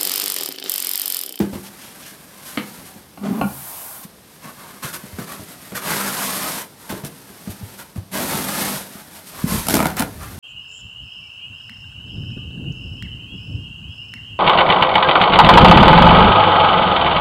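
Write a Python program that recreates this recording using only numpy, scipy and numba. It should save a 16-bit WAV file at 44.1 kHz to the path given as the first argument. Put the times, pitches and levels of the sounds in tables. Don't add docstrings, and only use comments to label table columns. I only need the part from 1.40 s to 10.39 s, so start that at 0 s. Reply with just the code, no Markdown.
import sys
import numpy as np
from scipy import signal
from scipy.fft import rfft, irfft, next_fast_len
from scipy.io import wavfile
from scipy.ndimage import uniform_filter1d, map_coordinates
from numba import njit

SR = 44100
rng = np.random.default_rng(int(sys.argv[2]) if len(sys.argv) > 2 else 0)


def dump_mix(stems):
    frames = np.atleast_2d(stems).T
    limited = np.clip(frames, -1, 1)
    pcm = np.round(limited * 32767).astype(np.int16)
    wavfile.write(sys.argv[1], SR, pcm)


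N = 396459
TIME = np.arange(N) / SR

# frequency in Hz, density in dB.
RUSTLE_SPECTRUM = [(200, -46), (370, -0.5), (450, -4.5), (600, -1.5), (740, 0), (950, 0.5), (1300, -2),
                   (1650, -1), (2300, -5.5), (3000, -10.5), (6000, -18)]
# start and length in seconds, fibre hiss and sheet rustle in dB,
# pitch of the hand's hollow in Hz.
HAND_STROKES = [(0.0, 0.088, -47, -46, 520), (0.1, 0.15, -44.5, -53, 600),
                (0.227, 0.082, -41.5, -47.5, 900), (0.59, 0.051, -42, -48, 1270),
                (0.648, 0.084, -40.5, -49, 1300), (1.03, 0.17, -38, -45, 1500),
                (1.45, 0.06, -44, -53, 1110), (2.623, 0.043, -41.5, -50, 1000),
                (3.016, 0.12, -46.5, -38, 1080), (3.13, 0.32, -49.5, -44, 1160),
                (3.42, 0.077, -31, -30.5, 1080), (3.472, 0.082, -39, -42.5, 1140),
                (3.527, 0.056, -31, -34.5, 1070), (3.771, 0.11, -40.5, -40.5, 1210),
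                (3.867, 0.12, -38, -35.5, 1190), (4.342, 0.067, -31.5, -29.5, 1430),
                (5.363, 0.26, -46, -48.5, 990), (5.489, .055, -36.5, -32, 970),
                (5.528, 0.11, -45, -40, 960), (5.643, 0.048, -35.5, -55, 900),
                (6.092, 0.058, -40, -57, 860), (6.372, 0.072, -39.5, -38, 1620),
                (6.549, 0.055, -47.5, -62, 1000), (7.5, 0.17, -46, -49.5, 950),
                (7.728, 0.092, -42, -47.5, 960), (7.85, 0.082, -40, -56, 980), (7.9, 0.32, -39, -39, 980),
                (8.059, 0.25, -28, -33, 1010), (8.782, 0.16, -45, -40, 1200)]
# time in seconds, level in dB.
PULL_CURVES = [
    [(4.41, -47), (4.422, -36.5), (4.504, -26.5), (4.77, -29.5), (4.864, -24.5), (4.878, -27.5),
     (5.138, -29), (5.218, -32.5), (5.29, -67)],
    [(6.7, -80), (6.718, -38), (6.746, -29.5), (6.952, -27.5), (7.038, -30.5), (7.258, -24.5),
     (7.364, -30.5), (7.45, -41.5), (7.48, -47)],
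]
# rustle and roll drone offsets in dB, loosening in dB per second,
# pitch of the hand's hollow at start and end in Hz.
PULL_GRIPS = [(2.5, -6.5, 9.5, 1230, 1080), (-1.5, -4, 4.5, 530, 620)]


def from_db(db):
    return 10 ** (np.asarray(db) / 20)


def unit_rms(x):
    return x / np.sqrt(np.mean(x ** 2) + 1e-20)


def at_hz(points, hz):
    known_hz, values = np.transpose(points)
    return np.interp(np.log(np.maximum(hz, 1)), np.log(known_hz), values)


def curve_gain(curve):
    times_s, levels_db = np.transpose(curve)
    inside = uniform_filter1d(1. * ((TIME >= times_s[0]) & (TIME < times_s[-1])), size=200)
    return inside * from_db(np.interp(TIME, times_s, levels_db))


def swell(start_s, end_s, attack_s, release_s):
    return np.clip(np.minimum((TIME - start_s) / attack_s, (end_s - TIME) / release_s), 0, 1)


def movement(start_s, length_s):
    return swell(start_s, start_s + length_s, attack_s=0.24 * length_s, release_s=0.53 * length_s)


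def movement_gains(rows):
    return sum(from_db([[hiss_db], [rustle_db]]) * movement(start_s, length_s)
               for start_s, length_s, hiss_db, rustle_db, *_ in rows)


def after(start_s):
    start = int(start_s * SR)
    stop = min(start + SR // 2, N)
    return slice(start, stop), np.arange(stop - start) / SR


def burst(age_s, rise_s, fall_s):
    shape = (1 - np.exp(-age_s / rise_s)) ** 2 * np.exp(-age_s / fall_s)
    return shape / shape.max()


def noise():
    return rng.standard_normal(N)


def drift(rate_hz):
    knots = rng.standard_normal(N // 20)
    return unit_rms(np.interp(TIME * rate_hz, np.arange(len(knots)), knots))


def grains(per_s, spread_db):
    sizes = from_db(spread_db * np.minimum(rng.exponential(1, N), 4))
    signs = rng.choice([-1, 1], N)
    return sizes * signs * (rng.random(N) < per_s / SR)


def colour(x, spectrum):
    size = next_fast_len(N)
    hz = np.fft.rfftfreq(size, 1 / SR)
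    gain = from_db(at_hz(spectrum, hz)) * np.minimum(hz / spectrum[0][0], 1) ** 2
    return unit_rms(irfft(rfft(x, size) * gain, size)[:N])


def resonate(x, peaks):
    out = np.zeros(N)
    for hz, width_hz, db in peaks:
        radius = np.exp(-np.pi * width_hz / SR)
        feedback = [1, -2 * radius * np.cos(2 * np.pi * hz / SR), radius ** 2]
        out += from_db(db) * (1 - radius ** 2) / 2 * signal.lfilter([1, 0, -1], feedback, x)
    return out


@njit
def moving_resonance(x, centre_hz, width_hz):
    angle = 2 * np.pi * centre_hz / SR
    radius = np.exp(-np.pi * width_hz / SR)
    y = np.zeros(len(x))
    for i in range(2, len(x)):
        y[i] = x[i] - x[i - 2] + 2 * radius * np.cos(angle[i]) * y[i - 1] - radius ** 2 * y[i - 2]
    return y


def ring(age_s, modes):
    return sum((-1) ** k * from_db(db - 60 * age_s / t60_s) * np.sin(2 * np.pi * hz * age_s)
               for k, (hz, db, t60_s) in enumerate(modes))


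def sleeve(rustle_db=-3.0, drone_db=-7.5, folds_db=0.93):
    # time in seconds, level in dB.
    arm_curve = [(0, -50), (.33, -49), (.45, -44), (.9, -49), (1.2, -44), (1.48, -45), (1.7, -56.5),
                 (2.7, -58.5), (3.0, -50), (3.65, -46.5), (4.25, -45), (5.33, -54), (6.05, -46),
                 (6.35, -46), (6.6, -63), (7.5, -46), (7.9, -49), (8.99, -44.5)]
    folds = from_db(folds_db * drift(18))
    return curve_gain(arm_curve) * from_db([[0], [rustle_db], [drone_db]]) * folds


def strokes(drone_db=-10.0):
    hiss, rustle = movement_gains(HAND_STROKES)
    return np.array([hiss, rustle, from_db(drone_db) * rustle])


def hand_hollow_hz(waver=0.11):
    grips = [(start_s + length_s / 2, hz) for start_s, length_s, _, _, hz in HAND_STROKES]
    for curve, (*_, start_hz, end_hz) in zip(PULL_CURVES, PULL_GRIPS):
        grips += [(curve[0][0], start_hz), (curve[-1][0], end_hz)]
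    return np.interp(TIME, *np.transpose(sorted(grips))) * (1 + waver * drift(12))


def rubbing(hiss_db=0.5, roll_db=2.5, judder_db=1.0, stroke_cup_db=2.0, pull_cup_db=-4.0):
    # frequency in Hz, density in dB.
    fibre_spectrum = [(1200, -0.5), (2800, -1), (4100, 0.5), (5200, -0.5), (7300, -2), (8800, 1.5),
                      (10200, 0), (11800, 4), (13200, -1), (14500, -7), (16000, -15)]
    # frequency and width in Hz, gain in dB.
    roll_resonances = [(78, 12, -17), (159, 45, 2), (194, 9.9, 4), (245, 22, -3), (298, 17, -8),
                       (553, 87, -9.5)]
    # frequency in Hz, density in dB.
    shiver_spectrum = [(55, 1.5), (100, -3), (260, 1), (370, -1.5), (590, -1), (900, 1)]
    powers = np.array([sleeve(), strokes(), pulls()]) ** 2
    hiss, rustle, drone = np.sqrt(powers.sum(axis=0) + 1e-18)
    grip = from_db(judder_db * drift(90))
    fibres = hiss * colour(grains(per_s=5500, spread_db=0.5), fibre_spectrum)
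    hollow_hz = hand_hollow_hz()
    cupped = unit_rms(moving_resonance(grains(per_s=2500, spread_db=1.0), hollow_hz, width_hz=330))
    cupping = from_db([stroke_cup_db, pull_cup_db]) @ powers[1:, 1] / rustle ** 2
    uncupped = colour(grains(per_s=2500, spread_db=0.5), RUSTLE_SPECTRUM)
    sheet = (uncupped + cupping * cupped) / np.hypot(1, cupping)
    roll = drone * unit_rms(resonate(colour(noise(), shiver_spectrum), roll_resonances))
    return grip * (from_db(hiss_db) * fibres + rustle * near_walls(sheet) + from_db(roll_db) * roll)


def pats(thud_db=-1.0, puff_db=-8.0, rise_s=0.0026):
    # start in seconds, level in dB, pitch in Hz, puff offset in dB, fall in seconds. The first two
    hand_pats = [(0.0, -11.5, 334, 0, 0.0077), (.002, -11, 202.4, -16, 0.022),
                 (.13, -20.5, 248, 0.5, 0.0065), (0.151, -25, 206, -4, .016), (1.385, -34.5, 187, 3, 0.01),
                 (1.554, -36.5, 203, 1, 0.017), (1.907, -10.5, 213, -32, .0083),
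                 (1.923, -12, 216, -30, .011), (2.649, -29.5, 197, -10, 0.0046), (3.049, -38, 205, 3, .012),
                 (3.446, -21.5, 148, -26, 0.0051), (3.636, -28.5, 198, 0.5, 0.0048),
                 (3.729, -28.5, 88, -19, 0.023), (3.784, -23, 165, 3.5, 0.018), (3.994, -37, 296, 10, 0.01),
                 (4.32, -23, 187, -.5, 0.0086), (5.497, -26, 218, -2, .016), (5.52, -28, 187, 8.5, 0.025),
                 (5.636, -19.5, 145, -0.5, 0.011), (5.899, -37.5, 207, 4.5, 0.005),
                 (6.942, -18.5, 193, -5, 0.012), (7.553, -27, 187, -10, 0.0047),
                 (8.04, -5.5, 178, -39, 0.0034), (8.057, -19, 242, -7, .014), (8.119, -14, 186, -7, 0.007),
                 (8.139, -16, 206, -25, .012), (8.338, -10, 191, 4.5, 0.0067), (8.597, -13, 243, 0, 0.02)]
    # frequency in Hz, density in dB.
    puff_spectrum = [(100, 11.5), (240, 7), (350, 6), (480, 1), (750, -3), (1500, -12), (3000, -16),
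                     (9000, -26)]
    out, puff_noise = np.zeros(N), colour(noise(), puff_spectrum)
    for start_s, db, hz, offset_db, fall_s in hand_pats + bumps():
        span, age_s = after(start_s)
        thud = from_db(thud_db) * burst(age_s, rise_s, fall_s) * np.sin(2 * np.pi * hz * age_s)
        puff = from_db(puff_db + offset_db) * burst(age_s, rise_s=0.00054, fall_s=0.027)
        out[span] += from_db(db) * (thud + puff * puff_noise[span])
    return out


def blotting():
    # start and length in seconds, level in dB.
    presses = [(0.245, 0.053, -43), (.37, 0.21, -46), (0.587, 0.16, -45)]
    # frequency and width in Hz, gain in dB.
    damp_resonances = [(2930, 1300, 5), (5140, 1500, -2)]
    pressure = sum(from_db(db) * movement(start_s, length_s) for start_s, length_s, db in presses)
    return pressure * unit_rms(resonate(grains(per_s=2100, spread_db=0.5), damp_resonances))


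def knocks(click_db=4.0, rattle_db=-7.5):
    # start in seconds, drive of the sharp body and of the hollow body in dB.
    blows = [(1.1737, -18, -52), (1.775, -50, -33.5), (2.0131, -32, -13)]
    # frequency in Hz, level in dB, T60 in seconds.
    sharp_modes = [(138, -13, 0.16), (210, -6, 0.12), (294, -9.5, 0.079), (500, -8, 0.081),
                   (702, -18, 0.051), (880, -8, 0.037), (1227, -3.5, 0.033), (1580, -14, 0.033),
                   (2080, 0.5, 0.032), (2220, -7, 0.063), (2600, -8, 0.028), (2980, -10, .05),
                   (3520, -29, 0.03), (4050, -18, 0.097)]
    hollow_modes = [(77.3, -23, 0.63), (135.8, -16.5, 0.44), (195.6, -11, 0.27), (278, -12.5, 0.14),
                    (547, -6, 0.043), (683, -0.5, 0.022), (800, 5.5, 0.015), (930, -12, 0.066),
                    (1104, -5, 0.041), (1404, -11.5, 0.084), (1453, -10, 0.045), (2370, -22, 0.18),
                    (2620, -12, 0.027), (2900, -26, 0.044), (4180, -24, 0.063)]
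    # frequency in Hz, density in dB.
    contact_spectrum = [(130, 9), (220, 4.5), (700, -4.5), (1500, -5), (2150, 2), (3300, -6), (4300, -7),
                        (5300, -24), (12000, -38)]
    out, contact = np.zeros(N), colour(noise(), contact_spectrum)
    for start_s, sharp_db, hollow_db in blows:
        span, age_s = after(start_s)
        click = from_db(click_db) * burst(age_s, rise_s=0.00016, fall_s=0.001)
        rattle = from_db(rattle_db) * burst(age_s, rise_s=0.00041, fall_s=0.015)
        out[span] += from_db(sharp_db) * (ring(age_s, sharp_modes) + (click + rattle) * contact[span])
        out[span] += from_db(hollow_db) * ring(age_s, hollow_modes)
    return out


def fetching(drag_db=-28.5, hiss_db=-34.5, slide_rasp_db=-46.5, drag_rasp_db=-42.0, fastest_s=2.37):
    # frequency and width in Hz, gain in dB.
    drag_resonances = [(170, 20, -28), (212.2, 9.9, 9.5), (254, 23, -28), (388, 18, -3), (710, 44, -27),
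                       (1184, 40, -17), (1900, 130, -54)]
    rasp_resonances = [(810, 58, 8.5), (984, 120, 8), (1480, 210, -11)]
    # frequency in Hz, density in dB.
    slide_spectrum = [(1200, 0), (2500, -7.5), (7500, -4), (8700, 2), (10000, 1), (11500, 7), (13000, 4),
                      (16000, -3)]
    drag = swell(start_s=1.803, end_s=2.012, attack_s=0.05, release_s=0.013)
    arc_db_per_s2 = np.where(TIME < fastest_s, 64, 103)
    speed = from_db(-arc_db_per_s2 * np.minimum((TIME - fastest_s) ** 2, 1))
    slide = speed * swell(start_s=1.6, end_s=2.65, attack_s=0.04, release_s=0.03)
    judder = resonate(grains(per_s=2300, spread_db=1.5), drag_resonances)
    judder /= np.sqrt(uniform_filter1d(judder ** 2, size=1100) + 1e-12)
    rasp_gain = from_db(slide_rasp_db) * slide + from_db(drag_rasp_db) * drag
    rasp = rasp_gain * unit_rms(resonate(noise(), rasp_resonances))
    hiss = from_db(hiss_db) * slide * colour(noise(), slide_spectrum)
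    return from_db(drag_db) * drag * judder + hiss + rasp


def pulls(catch_db=1.5):
    out = 0
    for curve, (rustle_db, drone_db, loosening_db_per_s, *_) in zip(PULL_CURVES, PULL_GRIPS):
        slack_db = loosening_db_per_s * np.clip(TIME - curve[0][0], 0, 1)
        slack_db += catch_db * drift(25)
        out += curve_gain(curve) * from_db([np.zeros(N), rustle_db - slack_db, drone_db - slack_db])
    return out


def bumps(tap_hz=203, tap_puff_db=-4.5, tap_fall_s=0.0073,
          thud_hz=97.6, thud_puff_db=-41, thud_fall_s=0.015, lag_s=0.0189):
    # start in seconds, tap level and thud level in dB.
    landings = [(6.073, -19.5, -23.5), (6.208, -26.5, -23), (6.558, -21.5, -17)]
    taps = [(start_s, db, tap_hz, tap_puff_db, tap_fall_s) for start_s, db, _ in landings]
    thuds = [(start_s + lag_s, db, thud_hz, thud_puff_db, thud_fall_s) for start_s, _, db in landings]
    return taps + thuds


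def flutter(level_db=2.0):
    # time in seconds, level in dB.
    flutter_curve = [(7.92, -57), (7.994, -46), (8.178, -26.5), (8.232, -43), (8.348, -29.5),
                     (8.658, -42.5), (8.99, -36)]
    # frequency in Hz, density in dB.
    air_spectrum = [(22, -38), (40, -3), (62, 2.5), (110, 0.5), (220, -9), (500, -20), (2000, -53)]
    return from_db(level_db) * curve_gain(flutter_curve) * colour(noise(), air_spectrum)


def tearing(crack_db=-7.5, boom_db=-8.0, hiss_db=-3.5, rattle_db=-6.0):
    # start and length in seconds, fibre hiss and sheet rattle in dB.
    rips = [(8.266, 0.16, -21.5, -30), (8.36, 0.21, -38, -26), (8.558, 0.091, -32, -19.5)]
    # start in seconds, level in dB, boom offset in dB.
    snaps = [(3.429, -38, -20), (3.787, -32, 8.5), (4.321, -30, 5), (4.352, -38, -7), (5.496, -24, -13),
             (5.648, -18, -17), (8.268, -10, -5), (8.285, -3.5, -5.5), (8.297, -10, -2), (8.307, -8, -2),
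             (8.326, -15, 0), (8.341, 0.5, -7), (8.353, -4, -5), (8.368, -7, -1), (8.391, -19, 11.5),
             (8.403, -14.5, 12), (8.427, -13, 5), (8.432, -23, 9), (8.456, -11, 7), (8.468, -12.5, -2),
             (8.502, -23, 0), (8.568, -15.5, -8), (8.595, -7, -16), (8.605, -10, -3), (8.622, -13, 4)]
    # frequency in Hz, level in dB, T60 in seconds.
    sheet_modes = [(199.7, -0.5, 0.065), (307, -5.5, 0.051), (481, -13.5, 0.15), (613, -10, 0.073),
                   (688, -3, 0.051), (890, -2, .04), (1462, 0.5, 0.024), (2315, -3, 0.018),
                   (2980, -13, .012)]
    # frequency in Hz, density in dB.
    crack_spectrum = [(400, 5), (1500, -8), (4000, 0.5), (6500, -2), (9000, 0), (12000, 2), (14000, -1),
                      (16000, -20)]
    hiss, rattle = movement_gains(rips)
    parting = grains(per_s=3000, spread_db=3.0)
    out = from_db(hiss_db) * hiss * colour(parting, crack_spectrum)
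    out += from_db(rattle_db) * rattle * colour(parting, RUSTLE_SPECTRUM)
    crack_noise = colour(noise(), crack_spectrum)
    for start_s, db, offset_db in snaps:
        span, age_s = after(start_s)
        modes = [(hz * rng.normal(1, 0.068), mode_db, t60_s) for hz, mode_db, t60_s in sheet_modes]
        crack = from_db(crack_db) * burst(age_s, rise_s=0.00018, fall_s=0.0021) * crack_noise[span]
        boom = from_db(boom_db + offset_db) * ring(age_s, modes)
        out[span] += from_db(db) * (crack + boom)
    return out


def near_walls(x, counter_s=0.002036, wall_s=0.0052, echo_db=-9.0, sway=0.1527):
    delays_s = [lag_s * (1 + sway * drift(3)) for lag_s in (counter_s, wall_s)]
    echoes = sum(map_coordinates(x, [(TIME - delay_s) * SR], order=1) for delay_s in delays_s)
    return unit_rms(x + from_db(echo_db) * echoes)


def diffuse_tail(x, build_s=0.0044):
    # frequency in Hz, T60 in seconds.
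    decay_times = [(170, 0.46), (700, 0.31), (2000, 0.24), (6000, 0.13), (14000, 0.24)]
    age_s, response = np.arange(SR // 2) / SR, 0
    edges_hz = np.geomspace(125, 16000, 8)
    for low_hz, high_hz in zip(edges_hz, edges_hz[1:]):
        bandpass = signal.butter(2, [low_hz, high_hz], "band", fs=SR, output="sos")
        band = signal.sosfilt(bandpass, rng.standard_normal(len(age_s)))
        t60_s = at_hz(decay_times, np.sqrt(low_hz * high_hz))
        response += band * from_db(-60 * age_s / t60_s)
    response *= (1 - np.exp(-age_s / build_s)) ** 2
    return signal.oaconvolve(x, response / np.linalg.norm(response))[:N]


def bathroom(x, tail_db, modes_db):
    # frequency and width in Hz, gain in dB.
    standing_waves = [(146, 11, -3.5), (200.6, 10, 6.5), (258, 31, 6), (278, 68, -11), (450, 25, -37),
                      (633, 36, 8), (706, 22, -20)]
    stir_rad = 2 * drift(5)
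    tail = np.cos(stir_rad) * diffuse_tail(x) + np.sin(stir_rad) * diffuse_tail(x)
    return x + from_db(tail_db) * tail + from_db(modes_db) * resonate(x, standing_waves)


def room_tone(level_db=-48.5):
    # frequency in Hz, density in dB.
    quiet_spectrum = [(22, -40), (45, -6.5), (100, 0), (190, 1.5), (360, -2), (1170, -10.5), (1900, -16),
                      (5010, -14.5), (7500, -21), (8810, -14.5), (10100, -20), (11800, -14), (15500, -30)]
    return from_db(level_db) * colour(noise(), quiet_spectrum)


def scene():
    near = bathroom(rubbing() + pats() + tearing(), tail_db=-10.5, modes_db=-18.0)
    far = bathroom(fetching() + knocks(), tail_db=-5.0, modes_db=2.5)
    mono = near + far + flutter() + room_tone() + blotting()
    return np.array([mono, mono])


def record(dry, low_cut_hz=35, high_cut_hz=15800, ceiling=0.8):
    lean = signal.sosfilt(signal.butter(3, low_cut_hz, "high", fs=SR, output="sos"), dry)
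    rounded = lean / (1 + (lean / ceiling) ** 4) ** 0.25
    return signal.sosfilt(signal.ellip(12, 0.1, 90, high_cut_hz, fs=SR, output="sos"), rounded)


dry = scene()
out = record(dry)
dump_mix(out)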